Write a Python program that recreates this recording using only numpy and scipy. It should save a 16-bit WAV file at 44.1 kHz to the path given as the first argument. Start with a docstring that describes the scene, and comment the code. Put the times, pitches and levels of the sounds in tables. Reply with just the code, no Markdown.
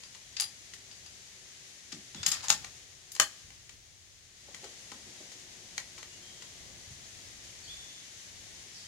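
"""A bolt-action rifle is loaded at a bench under a stone porch; hiss, rumble, a faint drone and far birds lie outside.
A brass cartridge clinks, then the bolt rubs along the raceway, is pushed home and locked, and a steel catch snaps.
The background dips around the fourth second; then the shooter settles with rustles, dull bumps and light knocks.
Blows are noise chatter plus decaying modes; rubbing, cloth and air are coloured noise; birds and drone are raspy sines.
The porch adds dense noise echoes."""
import sys
import numpy as np
from scipy import signal
from scipy.fft import rfft, irfft, next_fast_len
from scipy.io import wavfile
from scipy.ndimage import uniform_filter1d

SR = 44100
rng = np.random.default_rng(int(sys.argv[2]) if len(sys.argv) > 2 else 0)


def store_pcm(level_fs):
    """Save levels as 16-bit WAV."""
    pcm = np.round(np.clip(level_fs, -1, 1) * 32767).astype(np.int16)
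    wavfile.write(sys.argv[1], SR, np.atleast_2d(pcm).T)


N = 391166
TIME = np.arange(N) / SR
AGE = np.arange(16384) / SR   # seconds since a blow
MILLISECOND = SR / 1000   # in samples; blow levels are rms over 1 ms
SIDES = np.array([[.5], [-.5]])   # left, right: splits a left-minus-right dB value

# modes of the struck cartridge: pitch_hz, level_db, t60_s
BRASS = [(1340, -28, 0.099), (2700, -1, 0.025), (3250, -9, 0.027), (4470, -2, .02), (4800, 1, 0.092),
         (4845, -2.5, 0.16), (6730, 1, 0.034), (7630, -9, 0.072), (10400, -21, 0.2), (10390, 2.5, .05),
         (13950, -24, 0.082)]
# modes of the raceway: pitch_hz, level_db, t60_s
RACEWAY = [(1320, -16, .03), (3090, -8, 0.019), (4890, 2, 0.029), (5290, 1.5, 0.04), (6680, 3.5, 0.033),
           (7370, 4.5, 0.028), (10950, -14, 0.084), (13900, -21, .07)]
# modes of the bolt: pitch_hz, level_db, t60_s
BOLT = [(830, -13, 0.02), (905, -5, 0.011), (1192, -17, 0.031), (1800, -5, 0.023), (3750, -2, 0.033),
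        (4400, -17, 0.015), (5320, 1, 0.027), (6630, 2.5, 0.03), (6840, 4.5, 0.033)]
# modes of the steel catch: pitch_hz, level_db, t60_s
CATCH = [(665, -5, 0.019), (765, 0.5, 0.014), (1170, -11, 0.0039), (1266, -4, 0.028), (1680, 3.5, 0.017),
         (1860, 3.5, .017), (1940, -10, 0.013), (3024, -3, 0.031), (4230, -8, 0.022), (5630, -1, 0.013),
         (6550, 3.5, 0.02), (6850, 1.5, 0.02)]
# spectrum of distant rumble, also of rustling cloth: freq_hz, level_db
RUMBLE = [(60, -12), (130, 2), (200, -0.5), (300, -3.5), (450, -4), (700, -4), (900, -9.5), (1200, -12.5),
          (1600, -51)]
# spectrum of deep stirring: freq_hz, level_db
DEEP = [(15, -30), (28, -11), (50, -2), (100, 0), (150, -11.5), (300, -39.5)]


def from_db(db):
    """Decibels to gain."""
    return 10 ** (np.asarray(db) / 20)


def unit_energy(x):
    """Scale to energy 1 per channel."""
    return x / np.sqrt(np.sum(x ** 2, axis=-1, keepdims=True) + 1e-20)


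def at_hz(points, hz):
    """Read a spectrum on a log-frequency axis."""
    f, value = np.transpose(points)
    return np.interp(np.log(hz + 1), np.log(f), value)


def bins(x):
    """Frequencies of a signal's spectrum."""
    return np.fft.rfftfreq(x.shape[-1], 1 / SR)


def colour(x, db):
    """Causal (minimum-phase) filter with the given gain at each frequency."""
    cepstrum = irfft(np.log(from_db(db)))
    half = cepstrum.shape[-1] // 2
    # fold negative time onto positive time
    cepstrum[..., 1:half] *= 2
    cepstrum[..., half + 1:] = 0
    return irfft(rfft(x) * np.exp(rfft(cepstrum)))


def even(x, size_bins=301):
    """Level out the broad colour of a random burst and keep its fine ripple."""
    power = uniform_filter1d(np.abs(rfft(x)) ** 2, size_bins, axis=-1)
    return unit_energy(colour(x, -10 * np.log10(power + 1e-12)))


def drift(rate_hz):
    """Slow chance: straight lines between random knots of spread 1."""
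    knots = rng.standard_normal(8000)
    return np.interp(TIME * rate_hz, np.arange(len(knots)), knots)


def envelope(start_s, length_s, attack_s, release_s):
    """Rise, hold, then die away exponentially."""
    age = TIME - start_s
    rise = np.clip(age / attack_s, 0, 1)
    return rise * np.exp(-np.clip((age - length_s) / release_s, 0, 20))


def add(track, start_s, sound):
    """Lay a sound into a track."""
    start = round(start_s * SR)
    track[:, start:start + sound.shape[-1]] += sound[..., :N - start]


def noise_pair(t, shared_hz):
    """White noise for two sides; long waves reach both alike."""
    mid, side = rfft(rng.standard_normal((2, len(t))))
    apart = np.pi / 4 / (1 + (shared_hz / (bins(t) + 1)) ** 2)
    return irfft(mid * np.cos(apart) + 2 * SIDES * side * np.sin(apart))


def stereo_noise(spectrum, grain_db=0, grain_samples=32):
    """Coloured noise, mid rms 1, smooth or grainy; alike on both sides in the bass, leaning left in the treble."""
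    # left-right correlation: freq_hz, likeness
    likeness = [(60, 0.23), (130, 0.9), (290, 0.76), (640, 0.3), (1400, 0), (15000, 0)]
    # stereo balance: freq_hz, left_minus_right_db
    balance = [(60, -3), (200, 4.5), (700, 3.5), (4400, 2.5), (8100, 8.5), (15000, 14.5)]
    size = next_fast_len(N, True)
    grains = from_db(grain_db * rng.standard_normal(size))[np.arange(size) // grain_samples]
    mid, side = rfft(rng.standard_normal((2, size)) * grains)
    hz = np.fft.rfftfreq(size, 1 / SR)
    alike = at_hz(likeness, hz)
    both = np.sqrt(1 + alike) * mid + 2 * SIDES * np.sqrt(1 - alike) * side
    gain_db = at_hz(spectrum, hz) + SIDES * at_hz(balance, hz)
    noise = irfft(both * from_db(gain_db), size)[:, :N]
    return noise / np.std(noise.mean(axis=0))


def tone(pitch_hz, rasp, flutter_db):
    """A far tone of rms about 1; quick wobbles of pitch make it raspy."""
    phase = 2 * np.pi * np.cumsum(pitch_hz * (1 + rasp * drift(400))) / SR
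    return np.sqrt(2) * from_db(flutter_db * drift(25)) * np.sin(phase)


def ringing(modes, spread_db=2.0, rise_s=0.00052):
    """Free ring of a struck part; short waves reach the two sides out of step."""
    hz, db, t60_s = np.transpose(modes)[:, :, None]
    phase = rng.uniform(0, 2 * np.pi, hz.shape)
    phase = phase + np.minimum(hz / 3000, 1.3) * rng.standard_normal((2, *hz.shape))
    strength_db = db + spread_db * rng.standard_normal(hz.shape)
    waves = from_db(strength_db - 60 * AGE / t60_s) * np.sin(2 * np.pi * hz * AGE + phase)
    return unit_energy(waves.sum(axis=1) * (1 - np.exp(-AGE / rise_s)))


def blow(part, level_db, weight_db, bright_db, chatter_s, ring_db, bite=0.98, weight_hz=1500, bright_hz=8500):
    """A few ms of chatter between two surfaces and the ring of the struck part; a sharp edge brightens both."""
    # broad colour of the chatter, steel rattling on steel: freq_hz, level_db
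    rattle = [(100, -43), (450, -19.5), (800, -5.5), (1400, -2.5), (2500, -3), (3500, -0.5), (5000, 1.5),
              (7400, 2), (8800, -8), (11000, -12.5), (13500, -20.5), (16000, -27)]
    # stereo lean of the rifle, left in the treble: freq_hz, left_minus_right_db
    rifle_side = [(900, 0), (2500, 7), (5500, 7.5), (10400, 5.5)]
    damping_db_per_s = 1298   # longer chatter damps the ring more
    hz = bins(AGE)
    low = 1 / (1 + (hz / weight_hz) ** 4)
    high = 1 / (1 + (bright_hz / (hz + 1)) ** 6)
    rounds = AGE / chatter_s
    pressure = (1 - np.exp(-rounds / bite)) * np.exp(-rounds)   # the surfaces bite, then settle
    chatter = even(noise_pair(AGE, shared_hz=1180) * pressure)
    chatter = unit_energy(colour(chatter, at_hz(rattle, hz) + weight_db * low))
    sound = chatter + from_db(ring_db - damping_db_per_s * chatter_s) * ringing(part)
    sound = colour(sound, bright_db * high + SIDES * at_hz(rifle_side, hz))
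    return from_db(level_db) * np.sqrt(MILLISECOND) * sound


def outdoors(hiss_db=0.16, rumble_db=-12.5, deep_db=-69.0):
    """High hiss over a distant rumble, deep stirrings of air and a far drone that sinks as it swells and fades."""
    # spectrum of the hiss: freq_hz, level_db
    hiss_spectrum = [(530, -25), (900, -14), (979, -15), (1420, -10), (1900, -2.5), (2630, -4.5),
                     (3110, -2.5), (5220, -2), (6640, 0.5), (8450, -11.5), (9770, -13), (12600, -25),
                     (15100, -35.5), (16000, -36)]
    # background level, dipping around the fourth second: time_s, level_db
    background = [(0, -55), (1.8, -55), (2.6, -53), (3.0, -57), (3.35, -55), (3.8, -60.5), (4.3, -60),
                  (4.62, -53), (6.5, -53.5), (7.7, -52.5), (8.87, -52.5)]
    rumble_follows = 0.99   # dB per dB of background swing
    drone_hz, drone_sag_hz_per_s, drone_rasp = 384, 3.9, .022
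    drone_db, drone_peak_s, drone_fade_db_per_s2 = -73, 4.66, 0.6
    drone_full_db, drone_follows = -55.5, 3.1   # dB lost per dB of background under this level

    level_db = np.interp(TIME, *np.transpose(background))
    mean_db = level_db.mean()
    swing_db = rumble_follows * (level_db - mean_db)
    hiss = from_db(hiss_db + level_db + 0.45 * drift(15)) * stereo_noise(hiss_spectrum)
    rumble = from_db(rumble_db + mean_db + swing_db + 0.52 * drift(8.7)) * stereo_noise(RUMBLE)
    deep = from_db(deep_db + 2.3 * drift(4)) * stereo_noise(DEEP)

    dip_db = drone_follows * np.minimum(level_db - drone_full_db, 0)
    fade_db = drone_fade_db_per_s2 * (TIME - drone_peak_s) ** 2
    drone_gain = from_db(drone_db + dip_db + 1.9 * drift(5) - fade_db)
    drone = drone_gain * tone(drone_hz - drone_sag_hz_per_s * TIME, drone_rasp, flutter_db=3.0)
    return hiss + rumble + deep + drone


def birds():
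    """Each note of a far bird scoops up to its pitch exponentially, fading all the while."""
    # bird notes: start_s, length_s, pitch_hz, level_db, rasp (share of pitch), scoop (share of pitch)
    notes = [(2.15, 0.091, 3500, -51, 0.015, .03), (4.6, .12, 3050, -63, 0.039, 0.038),
             (6.09, .07, 2850, -62, .008, .03), (6.22, .22, 3190, -58, .016, 0.071),
             (7.61, .12, 4460, -56, .025, 0.012), (7.665, 0.31, 3505, -52, .012, .24),
             (8.727, .14, 5030, -52, .14, 0.057), (8.835, .04, 3160, -57, .012, 0.0067)]
    attack_s, release_s, fade_db_per_s, scoop_s = 0.0073, 0.047, 27, 0.00704
    out = 0
    for start_s, length_s, hz, db, rasp, scoop in notes:
        age = TIME - start_s
        pitch_hz = hz * (1 - scoop * np.exp(-np.clip(age / scoop_s, 0, 20)))
        loudness = from_db(db - fade_db_per_s * np.maximum(age, 0))
        loudness = loudness * envelope(start_s, length_s, attack_s, release_s)
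        out = out + loudness * tone(pitch_hz, rasp, flutter_db=2.0)
    return out


def porch(x, first_s=0.0025, hold_s=0.015, t60_s=0.14, wall_s=0.0224, wall_db=-12.0,
          yard_db=-23.0, yard_t60_s=0.73, centring_db=1.5):
    """Dense echoes from bench, floor and roof, a slap from the rough wall, and a faint long tail from the yard."""
    t = np.arange(32768) / SR
    swell = np.clip(t / first_s - .5, 0, 1)
    decay = from_db(-60 * np.maximum(t - hold_s, 0) / t60_s) + from_db(yard_db - 60 * t / yard_t60_s)
    slap = from_db(wall_db) * np.exp(-((t - wall_s) / 0.0028) ** 2)
    echoes = even(noise_pair(t, shared_hz=1090) * (swell * decay + slap), size_bins=151)
    stone_db = at_hz([(800, 2.4), (3000, 2.3), (7000, 0.39), (10000, 3.3), (15000, 3.1)], bins(t))
    echoes = colour(echoes, stone_db)
    return signal.fftconvolve(x, echoes, axes=1)[:, :N] * from_db(-SIDES * centring_db)


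def shooter(uneven_db=0.5):
    """Each move brings a dull rustle of cloth on the bench and a deep stirring under it."""
    # moves (works the bolt, lets go, leans in, settles his aim): start_s, length_s, rustle_db, deep_db
    moves = [(2.114, 0.51, -64.5, -60), (3.393, .35, -77, -65.5), (4.424, 2.18, -66.5, -72),
             (6.55, 1.25, -69, -64.5), (8.25, 0.14, -71, -65.5)]
    attack_s, release_s = 0.057, 0.16
    rustle, deep = 0, 0
    for start_s, length_s, rustle_db, deep_db in moves:
        moving = envelope(start_s, length_s, attack_s, release_s)
        rustle = rustle + from_db(rustle_db) * moving
        deep = deep + from_db(deep_db) * moving
    return from_db(uneven_db * drift(12)) * (rustle * stereo_noise(RUMBLE) + deep * stereo_noise(DEEP))


def bumps(rise_s=0.0038, dying_s=0.034, width=1.45, apart=0.3):
    """Soft blows of hands, stock and elbows shake the wooden bench in a broad band."""
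    # dull bumps: start_s, level_db, centre_hz
    bench_bumps = [(1.925, -34.5, 182), (1.961, -41, 238), (2.149, -34.5, 174), (2.196, -36, 128),
                   (2.266, -36, 130), (2.502, -35.5, 163), (3.201, -40.5, 157), (3.438, -42, 72),
                   (4.479, -44, 526), (4.63, -35.5, 436), (4.916, -40.5, 221), (5.062, -42.5, 293),
                   (5.202, -39.5, 400), (6.711, -43, 99), (6.869, -39, 69), (6.905, -37.5, 92),
                   (7.67, -43.5, 60), (7.77, -43, 55)]
    out = np.zeros((2, N))
    shape = (1 - np.exp(-AGE / rise_s)) * np.exp(-AGE / dying_s)
    for start_s, db, hz in bench_bumps:
        push = rng.standard_normal(len(AGE)) + apart * rng.standard_normal((2, len(AGE)))
        band = signal.butter(2, [hz / width, hz * width], "band", fs=SR, output="sos")
        wood = unit_energy(signal.sosfilt(band, push) * shape)
        add(out, start_s, from_db(db) * np.sqrt(MILLISECOND) * wood)
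    return out


def knocks():
    """Hands and rest knock lightly on the wooden stock: short chatter and the ring of the stock."""
    # modes of the stock: pitch_hz, level_db, t60_s
    stock = [(465, -11, 0.016), (1050, -27, 0.015), (1924, 1.5, 0.018), (2270, 2.5, 0.011),
             (2870, 6, 0.0071), (3166, -2, 0.021), (4200, 0, 0.016), (6250, -3, 0.029), (6880, -1.5, 0.023)]
    # light knocks: start_s, level_db, weight_db (below 1.5 kHz), chatter_s
    stock_knocks = [(.148, -42, 7, 0.0052), (0.736, -35.5, -7, 0.0054), (1.9192, -39.5, -7, 0.0044),
                    (2.645, -33.5, 9.5, 0.0029), (3.163, -35.5, 6, 0.003), (3.504, -47, 10, 0.0018),
                    (3.693, -42.5, 0, 0.003), (4.545, -36.5, 1, 0.0032), (4.640, -37.5, 12, 0.0062),
                    (4.9165, -36, 16.5, 0.0043), (5.316, -39.5, -3, 0.0069), (5.7793, -26, 4, 0.0012),
                    (5.979, -37.5, 9, 0.0068), (6.029, -39, 15, .0012), (6.422, -39, 6, 0.0038)]
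    bright_db, ring_db = 0.5, 3.5   # above 8.5 kHz; ring against chatter before damping
    out = np.zeros((2, N))
    for start_s, db, weight_db, chatter_s in stock_knocks:
        add(out, start_s, blow(stock, db, weight_db, bright_db, chatter_s, ring_db))
    return out


def slide(grain_db=3.5):
    """Cartridge and bolt rub along the raceway in fine grains of noise."""
    # strokes of sliding metal: start_s, length_s, level_db
    strokes = [(0.37, .04, -56), (2.146, 0.077, -56), (2.253, 0.12, -45.5), (2.418, 0.14, -54.5)]
    # colour of the rubbing, which sets the raceway singing: freq_hz, level_db
    rubbing_colour = [(100, -24), (800, -7.5), (1400, 3.5), (3200, 1.5), (4400, 3), (5100, 7), (6000, 0),
                      (7400, -1), (9000, -19), (11000, -18), (16000, -35)]
    attack_s, release_s = 0.015, 0.056
    rubbing = 0
    for start_s, length_s, db in strokes:
        rubbing = rubbing + from_db(db) * envelope(start_s, length_s, attack_s, release_s)
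    return rubbing * from_db(1.1 * drift(120)) * stereo_noise(rubbing_colour, grain_db=grain_db)


def contacts(weight_share=0.24):
    """Cartridge, bolt and catch strike; the heavier the blow, the more the whole action rings along."""
    # metal meets metal: start_s, part, level_db, weight_db (below 1.5 kHz), bright_db (above 8.5 kHz), chatter_s
    strikes = [ (0.035, BRASS, -38, -1.5, -14, 0.0021), (.366, BRASS, -25.5, -17, -23, 0.0042),
               (.399, BRASS, -20.5, -13, 1.5, 0.0011), (.407, BRASS, -26, -13, 10, 0.00084),
               (.420, BRASS, -25.5, -7, -17, 0.0026), (.439, BRASS, -33, -8, -13, .003),
               (.913, BRASS, -39.5, -9, -30, 0.0017), (1.061, BRASS, -39.5, -6, -14, 0.0025),
               (1.923, RACEWAY, -29.5, -4, -12, 0.0041), (2.1465, BOLT, -33.5, -4, -25, .0015),
               (2.230, RACEWAY, -24.5, -2, -18, 0.0033), (2.263, RACEWAY, -15, -11, 4, 0.0027),
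               (2.282, RACEWAY, -32, -16, 17, .003), (2.316, RACEWAY, -19, -11, 2.5, 0.0045),
               (2.327, RACEWAY, -26.5, 3, -1, 0.0067), (2.431, BOLT, -35.5, 8, -7, 0.0033),
               (2.439, BRASS, -31, 13, 3, 0.0068), (2.4838, BOLT, -24, -30, -6, 0.00082),
               (2.492, BOLT, -25.5, -1, 11.5, .0048), (2.501, BOLT, -10, -2.5, -0.5, 0.0023),
               (3.118, RACEWAY, -39.5, -28, 14, 0.0021), (3.15, RACEWAY, -36.5, -5, 9, 0.0028),
               (3.1984, CATCH, -11, 1.5, 6, 0.0014)]
    # modes of the whole action: pitch_hz, level_db, t60_s
    action = [(654, -13.5, 0.1), (808, 2, 0.074), (897, -7.5, 0.14), (1212, -4, 0.074), (1318, -7, 0.1),
              (1827, 4, 0.12), (3000, -4, 0.08), (5200, -6, 0.09), (6853, -7, 0.13)]
    ring_db, action_db = 2, -20.5   # part ring against chatter before damping; action ring at zero weight
    out = np.zeros((2, N))
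    for start_s, part, db, weight_db, bright_db, chatter_s in strikes:
        add(out, start_s, blow(part, db, weight_db, bright_db, chatter_s, ring_db))
        action_gain = from_db(db + action_db + weight_share * weight_db) * np.sqrt(MILLISECOND)
        add(out, start_s, action_gain * ringing(action))
    return out


def scene():
    """The rifle's blows are heard directly and off the porch; the birds only by their echoes."""
    metal_porch_db, knock_porch_db = -5, -6.5
    metal, wood = contacts(), knocks()
    echoes = porch(from_db(metal_porch_db) * metal + from_db(knock_porch_db) * wood + birds())
    return outdoors() + shooter() + bumps() + slide() + wood + metal + echoes


def record(dry):
    """Peaks stop at full scale and the top is cut steeply."""
    cutoff_hz = 15900
    lowpass = signal.ellip(10, .1, 70, cutoff_hz, fs=SR, output="sos")
    return signal.sosfilt(lowpass, np.clip(dry, -1, 1))


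dry = scene()
out = record(dry)
store_pcm(out)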